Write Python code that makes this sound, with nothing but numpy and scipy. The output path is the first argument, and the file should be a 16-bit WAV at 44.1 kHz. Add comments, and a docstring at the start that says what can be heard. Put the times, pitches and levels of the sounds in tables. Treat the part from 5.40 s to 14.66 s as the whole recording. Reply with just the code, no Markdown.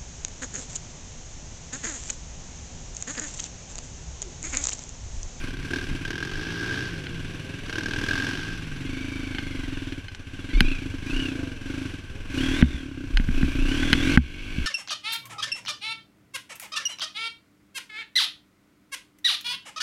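"""A two-stroke dirt bike idles and creeps up a forest trail, heard from a camera on its rider;
each firing thumps the exhaust and rattles the engine. A bike ahead barks over a log and is gone
by 3.5 s. A third buzzes far off from 1.4 s and again near 6 s. Then the near bike climbs the log:
it sways, clatters and thuds, the hardest knocks push the limiter down, and from 8 s the chain whirrs."""
import sys
import numpy as np
from scipy import signal
from scipy.fft import rfft, irfft
from scipy.io import wavfile
from scipy.ndimage import uniform_filter1d, minimum_filter1d

SR = 44100
rng = np.random.default_rng(int(sys.argv[2]) if len(sys.argv) > 2 else 0)


def transcribe(signal):
    """Save signal, clipped to [-1, 1], as a 16-bit WAV file at the path in sys.argv[1]."""
    frames = np.atleast_2d(signal).T
    limited = np.clip(frames, -1, 1)
    pcm = np.round(limited * 32767).astype(np.int16)
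    wavfile.write(sys.argv[1], SR, pcm)


N = 408366

# far engine: (time [s], firing rate [Hz], level [dB])
FAR_ENGINE = [(1.4, 132, -72), (1.56, 133, -48.5), (1.72, 113, -44.5), (1.82, 122, -55), (1.88, 132, -51),
              (1.96, 127, -50), (2.11, 133, -47.5), (2.25, 141, -54), (2.36, 165, -49.5), (2.8, 150, -56),
              (3.1, 160, -87), (5.8, 130, -93), (5.94, 148, -50), (6.02, 172, -46.5), (6.25, 135, -58),
              (6.42, 140, -58), (6.66, 104, -60), (6.77, 136, -48), (6.95, 180, -70), (7.7, 181, -65),
              (7.8, 170, -55)]

# bike ahead, engine speed: (time [s], firing rate [Hz])
AHEAD_SPEED = [(0.0, 26.25), (0.34, 39.92), (0.55, 30.9), (0.66, 35.7), (0.74, 40.5), (0.83, 43),
               (0.97, 52), (1.1, 55.2), (1.3, 61.3), (1.43, 63.4), (1.64, 46.41), (2.22, 22.44),
               (2.39, 39.66), (2.62, 38.63), (2.72, 44.71), (2.86, 44.25), (3.12, 58.0), (3.42, 44.5)]
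# its throttle: (opens [s], shuts [s], bark lift [dB], honk lift [dB])
AHEAD_THROTTLE = [(-0.05, 0.08, 7.5, 8), (0.255, 0.373, 13, 14.5), (0.62, 0.853, 11.5, 13.5),
                  (0.847, 1.37, 9, 10), (2.223, 2.42, 14.5, 6), (2.432, 2.624, 14.5, 14.5),
                  (2.59, 2.843, 15, 10), (2.82, 3.14, 13.5, 11)]
# its uneven firings, mostly hard: (time [s], gain [dB])
AHEAD_ACCENTS = [(0.335, 3.5), (0.358, 1.5), (0.650, 8.5), (0.705, 3), (0.73, -2.5), (0.823, 5), (1.03, 2),
                 (2.255, 4), (2.294, 0), (2.383, 2), (2.409, -4), (2.433, -0.5), (2.458, 2.5), (2.484, 2.5),
                 (2.638, 2), (2.686, 2), (2.709, 1.5), (2.731, 0.5), (2.844, -1)]
# its exhaust crack: (frequency [Hz], level [dB])
BARK_SPECTRUM = [(150, 5), (300, 20), (550, -3.5), (800, 1.5), (1300, 3.5), (1600, 6.5), (1900, 4),
                 (3100, 7), (4000, 1.5), (5800, 0), (7000, -11), (10000, -18.5), (15000, -29)]
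# its pipe, mid and low resonances: (frequency [Hz], level [dB], t60 [s])
HONK_MODES = [(335, 4.5, 0.072), (380, 5.4, 0.042), (430, 2.1, 0.051)]
BOOM_MODES = [(130, 5.7, 0.066), (168, 3.5, 0.078)]

# camera jostle: (time [s], level [dB])
JOSTLE_LEVEL = [(0, -33.5), (1.2, -44), (4.3, -34.5), (4.9, -48), (5.25, -36), (6.6, -43), (7.05, -28),
                (7.55, -34.5), (7.95, -23.5), (8.5, -27), (9.26, -17)]
# sway of bike and rider: (time [s], peak [dB], frequency [Hz])
HEAVES = [(0.471, -23.5, 23.6), (0.911, -27.5, 22.9), (5.134, -10, 33.7), (5.191, -13.5, 21.1),
          (5.709, -20, 26), (7.725, -10, 31.4), (7.859, -24, 24.7), (8.173, -14, 28.5)]
# dull blows through the frame: (time [s], drive [dB], low-pass [Hz])
THUDS = [(0.513, -28, 191), (5.209, -19.5, 444), (7.2263, 1.5, 300), (7.344, -12.5, 80), (7.798, -25, 304),
         (7.888, -21, 216), (8.031, -17, 214), (8.531, -22, 500), (8.7739, 7.5, 274), (9.183, -12.5, 160)]
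# housing contacts: (time [s], drive [dB], low-pass [Hz], t60 scale [x], grit [dB], grit decay [s])
CLACKS = [(1.668, -27.5, 5000, 0.77, -33, .0018), (3.948, -30, 4200, 1.2, -15, .003),
          (3.984, -23.5, 3700, 1.4, 3.5, 0.0052), (4.523, -32.5, 6000, 0.9, -16, .003),
          (4.683, -34, 7000, 2, -6.5, 0.0034), (4.748, -32.5, 6960, 0.74, -2, 0.0058),
          (5.206, -5.5, 12400, 0.49, -21, 0.0013), (7.224, 0, 2530, 0.58, -24, .002),
          (7.772, -13.5, 8100, 0.6, -25, 0.0013), (7.798, -22, 2600, 0.39, -7, .003),
          (7.888, -24.5, 2440, 0.48, -19, .003), (8.029, -19, 2130, 0.42, -16, .004),
          (8.431, -17, 2260, 1.2, -17, .002), (8.53, -6, 9900, 0.56, -19, .0018),
          (8.5354, -9.5, 3380, 0.61, -15, .0018), (8.7737, 16.5, 1920, 0.52, -16, 0.0013)]
# bike frame and camera housing: (frequency [Hz], level [dB], t60 [s])
FRAME_MODES = [(69, 0, 0.2), (136.6, -5.5, 0.14), (188, 7, 0.044), (236.7, 6.5, 0.077)]
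HOUSING_MODES = [(812, -19.5, 0.056), (1545, -1, 0.032), (2110, -2.5, 0.019), (2495, -9, 0.039),
                 (3060, 1, 0.016), (4220, -6, 0.022), (4960, -14.5, 0.041), (6330, -20, 0.026),
                 (10650, -6, 0.0038)]

# near bike, engine speed: (time [s], firing rate [Hz])
NEAR_SPEED = [(0.0, 28.13), (0.14, 17.35), (0.73, 15.47), (1.02, 20.29), (1.58, 18.59), (2.24, 21.5),
              (2.54, 19.1), (3.34, 21.68), (3.42, 22.05), (3.5, 25.72), (3.68, 26.94), (3.85, 26.43),
              (4.15, 23.9), (4.52, 18.91), (4.7, 12.56), (4.85, 13.46), (5.08, 21.83), (5.17, 26.04),
              (5.32, 30.25), (5.5, 23.72), (5.63, 24.64), (5.75, 32.58), (5.82, 34.06), (5.95, 26.91),
              (6.2, 20.03), (6.35, 26.73), (6.46, 25.52), (6.65, 17.02), (6.9, 21.57), (7.03, 38.34),
              (7.11, 37.86), (7.2, 42.77), (7.32, 41.79), (7.56, 32.05), (7.88, 28.42), (8.0, 29.71),
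              (8.11, 27.24), (8.294, 32.69), (8.36, 36.19), (8.446, 40.0), (8.564, 39.1), (8.616, 40.2),
              (8.718, 48.7), (8.774, 49.7), (8.93, 48.3), (9.04, 51.2), (9.26, 49.2)]
# its throttle; whine is low with the clutch pulled:
# (opens [s], shuts [s], exhaust lift [dB], clatter lift [dB], whine gain [dB])
NEAR_THROTTLE = [(-0.1, 0.03, 16.5, 7, -14), (0.145, 0.59, 11, 6.5, -35), (1.165, 3.42, 5.5, 3.5, -11),
                 (2.476, 2.904, 14.5, 7.5, -12), (3.35, 4.52, 14.5, 3.5, -5.5), (4.877, 5.1, 10, 2, -8),
                 (5.04, 5.32, 17.5, 3.5, 1), (5.32, 5.55, 16.5, 2, -25), (5.6, 5.852, 19.5, 6, -5),
                 (5.783, 6.046, 18.5, 3, -27), (6.189, 6.478, 17.5, 4, -17), (6.869, 7.357, 23, 9, -9.5),
                 (7.209, 7.657, 20.5, -1.5, -16), (7.87, 8.29, 21, 5, -7), (8.191, 8.62, 22.5, 9, -9.5),
                 (8.542, 8.726, 27, 10.5, -12.5), (8.734, 9.26, 20.5, 8.5, -13.5)]
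# its odd firings, mostly misfires: (time [s], gain [dB])
NEAR_STUMBLES = [(0.255, 0.5), (0.435, -2), (2.14, -1), (2.35, -6), (2.68, -3), (4.65, -11), (4.72, -7),
                 (5.355, -7), (5.39, -7), (5.508, -24), (5.59, -15), (6.22, 1), (6.50, -9), (6.70, -8),
                 (6.76, 1), (7.55, -9), (7.68, -11), (8.12, -9)]
# chain whirr as the rear wheel spins up: (time [s], level [dB])
CHAIN_LEVEL = [(8.0, -56), (8.3, -44), (8.55, -47), (8.72, -34.5), (8.85, -31), (9.26, -33.5)]
# gear meshes: (teeth per crank turn [count], level [dB])
GEAR_MESHES = [(45, 9), (51, 5), (68, -12.5), (86, 3), (116, -11.5), (137, -8), (172, -6.5), (200, -11.5)]
# ringing of chain, airbox and pipe wall: (frequency [Hz], level [dB], t60 [s])
CHAIN_MODES = [(2240, 2, 0.03), (2490, 1, 0.015), (2750, 1, 0.022), (3110, 0, .014), (3390, -4, 0.019)]
AIRBOX_MODES = [(68, 2.8, 0.26), (98.3, 10.3, 0.12)]
PIPE_WALL_MODES = [(1053, -18.5, 0.18), (1450, 24, 0.028), (2190, 12, 0.089)]
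# colour of exhaust pulse, crankcase, engine clatter and hiss: (frequency [Hz], level [dB])
EXHAUST_SPECTRUM = [(15, -47), (50, -14), (80, 1.5), (115, -10.5), (148, -5.5), (195, -19.5), (235, -12),
                    (264, 6.5), (290, 1.5), (325, -2.5), (360, -9.5), (415, -19), (470, -27), (560, -23),
                    (900, -50.5), (4000, -80)]
CRANKCASE_SPECTRUM = [(1000, -43), (1900, -13.5), (2280, -2.5), (2500, -3.5), (2850, 2), (3100, -2.5),
                      (3320, 0.5), (3650, -3.5), (4050, -7.5), (4450, -4.5), (4900, -21), (8000, -32)]
CLATTER_SPECTRUM = [(80, 10), (200, 12), (400, 4.5), (650, -4), (900, -5.5), (1100, 0), (1300, -6),
                    (1580, 10), (1850, -4.5), (2250, 3), (2700, 3.5), (3200, -1), (3700, -8), (4500, -17),
                    (6000, -56)]
HISS_SPECTRUM = [(2500, 3), (4300, 3), (5200, 0.5), (5900, 4), (6700, -4.5), (7700, -2.5), (8500, -8.5),
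                 (9600, -6), (11500, -15), (13000, -17.5), (15500, -30)]

IDLE_HZ, CRUISE_HZ = 20, 40  # firing rates
TIME_S = np.arange(N) / SR


def from_db(db):
    """Decibels to gain."""
    return 10 ** (np.asarray(db) / 20)


def unit_rms(x):
    """Scale to rms 1."""
    return x / np.sqrt(np.mean(x ** 2) + 1e-20)


def curves(rows):
    """One per-sample curve for each column after time."""
    times_s, *columns = np.transpose(rows)
    return [np.interp(TIME_S, times_s, column) for column in columns]


def gate(rows):
    """1 over a table's time span, 0.1 s fades outside it."""
    inside_s = np.minimum(TIME_S - rows[0][0], rows[-1][0] - TIME_S)
    return np.clip(1 + inside_s / .1, 0, 1)


def noise(spectrum):
    """Noise coloured by (frequency [Hz], level [dB]), rms 1."""
    hz, db = np.transpose(spectrum)
    log_hz = np.log(np.fft.rfftfreq(N, 1 / SR) + 1)
    gain = from_db(np.interp(log_hz, np.log(hz), db, left=-70, right=-70))
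    return unit_rms(irfft(rfft(rng.standard_normal(N)) * gain, N))


def lowpass(x, hz, order=2):
    """Butterworth low-pass."""
    return signal.sosfilt(signal.butter(order, hz, fs=SR, output="sos"), x + 1e-18)


def ring(x, modes):
    """Damped modes driven by x; neighbours alternate in sign."""
    out = 0
    for k, (hz, db, t60_s) in enumerate(modes):
        radius, step_rad = from_db(-60 / (t60_s * SR)), 2 * np.pi * hz / SR
        feedback = [1, -2 * radius * np.cos(step_rad), radius ** 2]
        out = out + (-1) ** k * from_db(db) * signal.lfilter([0, np.sin(step_rad)], feedback, x + 1e-18)
    return out


def resonate(x, spectrum, size=8192):
    """Minimum-phase body filter; its peaks ring on after each pulse."""
    hz, db = np.transpose(spectrum)
    log_hz = np.log(np.fft.rfftfreq(size, 1 / SR) + 1)
    cepstrum = irfft(np.log(from_db(np.interp(log_hz, np.log(hz), db))))
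    causal = np.r_[cepstrum[0], 2 * cepstrum[1:size // 2]]
    response = irfft(np.exp(rfft(causal, size)))
    return signal.oaconvolve(x, response)[:N]


def decay(clicks, decay_s):
    """Exponential envelope from each click."""
    return signal.lfilter([1], [1, -np.exp(-1 / (decay_s * SR))], clicks + 1e-18)


def click_train(rate_hz, uneven_db, jitter_s):
    """One click per cycle, scattered in time and strength; equal power at any rate."""
    at = np.flatnonzero(np.diff(np.floor(np.cumsum(rate_hz) / SR)))
    timing, strength = rng.standard_normal((len(at), 2)).T
    jittered = np.clip(at + (timing * jitter_s * SR).astype(int), 0, N - 1)
    clicks = np.zeros(N)
    clicks[jittered] = from_db(uneven_db * strength) / np.sqrt(rate_hz[at])
    return clicks


def accented(clicks, accents):
    """Scale the firing nearest each listed time."""
    out, at = clicks.copy(), np.flatnonzero(clicks)
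    for time_s, db in accents:
        out[at[np.argmin(np.abs(at - time_s * SR))]] *= from_db(db)
    return out


def throttle(opens_s, shuts_s, heights, rise_s, fall_s):
    """Each twist rises, holds and falls; the higher wins an overlap."""
    held = np.zeros(N)
    for open_s, shut_s, height in zip(opens_s, shuts_s, heights):
        ramp = np.minimum((TIME_S - open_s) / rise_s, 1 - (TIME_S - shut_s) / fall_s)
        held = np.maximum(held, height * np.clip(ramp, 0, 1))
    return held


def far_bike(harmonics_db=(-20, -10, 0, -4, -16, -16)):
    """Only a few harmonics of a fast engine carry through the trees."""
    rate_hz, level_db = curves(FAR_ENGINE)
    waver = .02 * noise([(2, 2), (40, -15.5)])
    crank_rad = 2 * np.pi * np.cumsum(rate_hz * (1 + waver)) / SR
    buzz = sum(from_db(db) * np.sin(k * crank_rad) for k, db in enumerate(harmonics_db, start=1))
    return from_db(level_db) * buzz * gate(FAR_ENGINE)


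def ahead_levels(rate_hz, leaves_s=2.887, fade_db_per_s=38):
    """Throttle lifts bark and honk and chokes the boom; the brush swallows the first two as it leaves."""
    octaves = np.log2(rate_hz / CRUISE_HZ)
    opens_s, shuts_s, *lifts_db = np.transpose(AHEAD_THROTTLE)
    bark_lift_db, honk_lift_db = (throttle(opens_s, shuts_s, heights, rise_s=.07, fall_s=.29)
                                  for heights in lifts_db)
    coast_db = -44 + 8 * octaves - fade_db_per_s * np.maximum(TIME_S - leaves_s, 0)
    boom_db = -38.5 + 7 * octaves - .42 * bark_lift_db
    return coast_db + bark_lift_db, coast_db - 12 + honk_lift_db, boom_db


def bike_ahead(echo_s=.009, housing_db_per_db=.4, housing_ref_db=-31):
    """Its silencer points back: cracks, smeared by brush, ring the camera housing; its pipe honks."""
    rate_hz, = curves(AHEAD_SPEED)
    bark_db, honk_db, boom_db = ahead_levels(rate_hz)
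    turns = click_train(rate_hz, uneven_db=1, jitter_s=.00005)
    firings = accented(turns, AHEAD_ACCENTS)
    rasp_share = np.interp(rate_hz, [37.3, 56], [0, .57])  # cracks merge at high revs
    echoed = firings + .15 * np.roll(firings, int(echo_s * SR))
    scatter = .04 * decay(firings, decay_s=.05)
    bursts = unit_rms(lowpass(decay(echoed, decay_s=.006) + scatter, hz=500))
    flutter = unit_rms(from_db(3 * noise([(20, 0), (300, 0), (600, -20)])))
    cracks = ((1 - rasp_share) * bursts + rasp_share * flutter) * noise(BARK_SPECTRUM)
    jolts = unit_rms(firings + .06 * rng.standard_normal(N) * decay(firings, decay_s=.004))
    shake = np.sqrt(1 - rasp_share) * jolts + rasp_share * flutter * rng.standard_normal(N)
    housing = unit_rms(ring(shake, [(1575, 0, .04), (1670, -3, .022)]))
    housing_db = -4 + housing_db_per_db * (bark_db - housing_ref_db)  # grows faster than the bark
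    bark = from_db(bark_db) * (from_db(-5.5) * cracks + from_db(housing_db) * housing)
    honk = from_db(honk_db) * unit_rms(ring(turns, HONK_MODES))
    boom = from_db(boom_db) * unit_rms(ring(turns, BOOM_MODES))
    return (bark + honk + boom) * gate(AHEAD_SPEED)


def sway(peak_cycles=1.11):
    """Rough ground jostles the camera; bike and rider heave in low swells."""
    rumble = noise([(12, -8), (24, 0), (36, -11), (90, -20), (180, -35), (400, -54)])
    out = from_db(curves(JOSTLE_LEVEL)[0]) * rumble
    for start_s, db, hz in HEAVES:
        cycles = np.maximum(TIME_S - start_s, 0) * hz
        age = cycles / peak_cycles
        swell = age ** 2 * np.exp(2 * (1 - age))
        out += from_db(db) * swell * np.sin(2 * np.pi * cycles)
    return out


def frame_thuds():
    """Dull blows ring the frame, all modes with the same sign."""
    blows = sum(from_db(db) * lowpass(signal.unit_impulse(N, int(time_s * SR)), hz)
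                for time_s, db, hz in THUDS)
    return sum(ring(blows, [mode]) for mode in FRAME_MODES)


def housing_clacks(size=8192, grit_above_hz=1400):
    """Each contact rings the housing with its own damping and drags a rattle of grit."""
    out = np.zeros(N + size)
    highpass = signal.butter(2, grit_above_hz, "high", fs=SR, output="sos")
    for time_s, drive_db, cutoff_hz, t60_scale, grit_db, grit_s in CLACKS:
        modes = [(hz, db, t60_s * t60_scale) for hz, db, t60_s in HOUSING_MODES]
        body = ring(signal.unit_impulse(size), modes)
        grit = signal.sosfilt(highpass, rng.standard_normal(size) * np.exp(-TIME_S[:size] / grit_s))
        clack = lowpass(body + from_db(grit_db) * grit, cutoff_hz, order=4)
        start = int(time_s * SR)
        out[start:start + size] += from_db(drive_db) * clack
    return out[:N]


def drive_chain(links_per_turn=7):
    """Rollers strike the sprocket unevenly and ring as a gritty whirr."""
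    rate_hz, = curves(NEAR_SPEED)
    strikes = click_train(links_per_turn * rate_hz, uneven_db=3.5, jitter_s=.0005)
    whirr = unit_rms(ring(np.diff(strikes, prepend=0), CHAIN_MODES))
    return from_db(curves(CHAIN_LEVEL)[0]) * whirr * gate(CHAIN_LEVEL)


def gear_whine(rate_hz, puff, kick_hz2=66):
    """The crank leaps at each firing, then slows: a falling chirp per turn, frayed by backlash."""
    turn_phase = np.cumsum(rate_hz) / SR % 1
    kick = kick_hz2 / rate_hz ** 2 * lowpass(.5 - turn_phase, hz=150)
    backlash = .027 * noise([(5, -8), (40, 0), (300, 0), (700, -30)]) * (rate_hz / CRUISE_HZ) ** 2
    crank_rad = 2 * np.pi * np.cumsum(rate_hz * (1 + kick + backlash)) / SR
    mesh = sum(from_db(db) * np.sin(teeth * crank_rad) for teeth, db in GEAR_MESHES)
    roughness = 1 + .46 * noise([(5, 0), (120, 0), (400, -20)])
    pressure = (.45 + np.sin(np.pi * turn_phase)) * roughness
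    return resonate(mesh * unit_rms((2 + puff) * pressure), CRANKCASE_SPECTRUM)


def engine_knock(turns, decay_s=.02, size=2048):
    """Piston and chain knock the same way on every turn."""
    knock = noise(CLATTER_SPECTRUM)[:size] * np.exp(-TIME_S[:size] / decay_s)
    return unit_rms(signal.oaconvolve(turns, knock)[:N])


def near_exhaust(turns, puff, wall_db=-20.5, gas_db=-24):
    """Each firing thumps the silencer, rings the pipe wall and puffs gas."""
    firings = accented(turns, NEAR_STUMBLES)
    thump = unit_rms(resonate(firings, EXHAUST_SPECTRUM))
    wall = unit_rms(ring(firings, PIPE_WALL_MODES))
    gas = unit_rms(puff * noise([(60, 18), (130, 15), (200, -17), (450, -17), (900, -58)]))
    return thump + from_db(wall_db) * wall + from_db(gas_db) * gas


def near_levels(octaves):
    """Throttle lifts exhaust, clatter, hiss and whine; clatter and hiss also rise with speed."""
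    opens_s, shuts_s, exhausts_db, clatters_db, whines_db = np.transpose(NEAR_THROTTLE)
    lift_db, strain_db, gear_load = (throttle(opens_s, shuts_s, heights, rise_s=.1, fall_s=.17)
                                     for heights in (exhausts_db, clatters_db, from_db(whines_db)))
    exhaust_db = -50 + lift_db
    clatter_db = -44.95 + 2.5 * octaves + strain_db
    hiss_db = -56 + 3 * octaves + 1.22 * strain_db
    return exhaust_db, clatter_db, hiss_db, gear_load


def near_bike():
    """One firing per crank turn pulses exhaust, airbox, knock, rattle, gears and hiss."""
    rate_hz, = curves(NEAR_SPEED)
    octaves = np.log2(rate_hz / IDLE_HZ)
    exhaust_db, clatter_db, hiss_db, gear_load = near_levels(octaves)
    turns = click_train(rate_hz, uneven_db=.5, jitter_s=.00003)
    puff = unit_rms(lowpass(decay(turns, decay_s=.016), hz=130))
    throb = unit_rms(2.3 + puff)
    exhaust = from_db(exhaust_db) * near_exhaust(turns, puff)
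    airbox = from_db(-26 + .32 * exhaust_db) * unit_rms(ring(turns, AIRBOX_MODES))
    knock = from_db(-11 + 7 * octaves) * engine_knock(turns)  # a pitched buzz at high revs
    rattle = throb * noise(CLATTER_SPECTRUM)
    whine = from_db(5) * gear_load * gear_whine(rate_hz, puff)
    hiss = from_db(hiss_db) * throb * noise(HISS_SPECTRUM)
    return exhaust + airbox + from_db(clatter_db) * (knock + rattle + whine) + hiss


def scene():
    """Three engines, the chain and the bumps of the trail; mono."""
    bikes = near_bike() + drive_chain() + bike_ahead() + far_bike()
    bumps = sway() + frame_thuds() + housing_clacks()
    return (bikes + bumps)[None]


def record(dry, ceiling=1.193, release_db_per_s=22, cutoff_hz=15500):
    """A limiter ducks just ahead of each overload and recovers slowly; the top is cut."""
    over_db = 20 * np.log10(np.maximum(np.abs(dry[0]) / ceiling, 1))
    recovery_db = release_db_per_s * TIME_S
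    reduction_db = np.maximum.accumulate(over_db + recovery_db) - recovery_db
    gain_db = uniform_filter1d(minimum_filter1d(-reduction_db, size=800), size=90)
    top_cut = signal.ellip(10, .1, 90, cutoff_hz, fs=SR, output="sos")
    return signal.sosfilt(top_cut, dry * from_db(gain_db))


dry = scene()
out = record(dry)
transcribe(out)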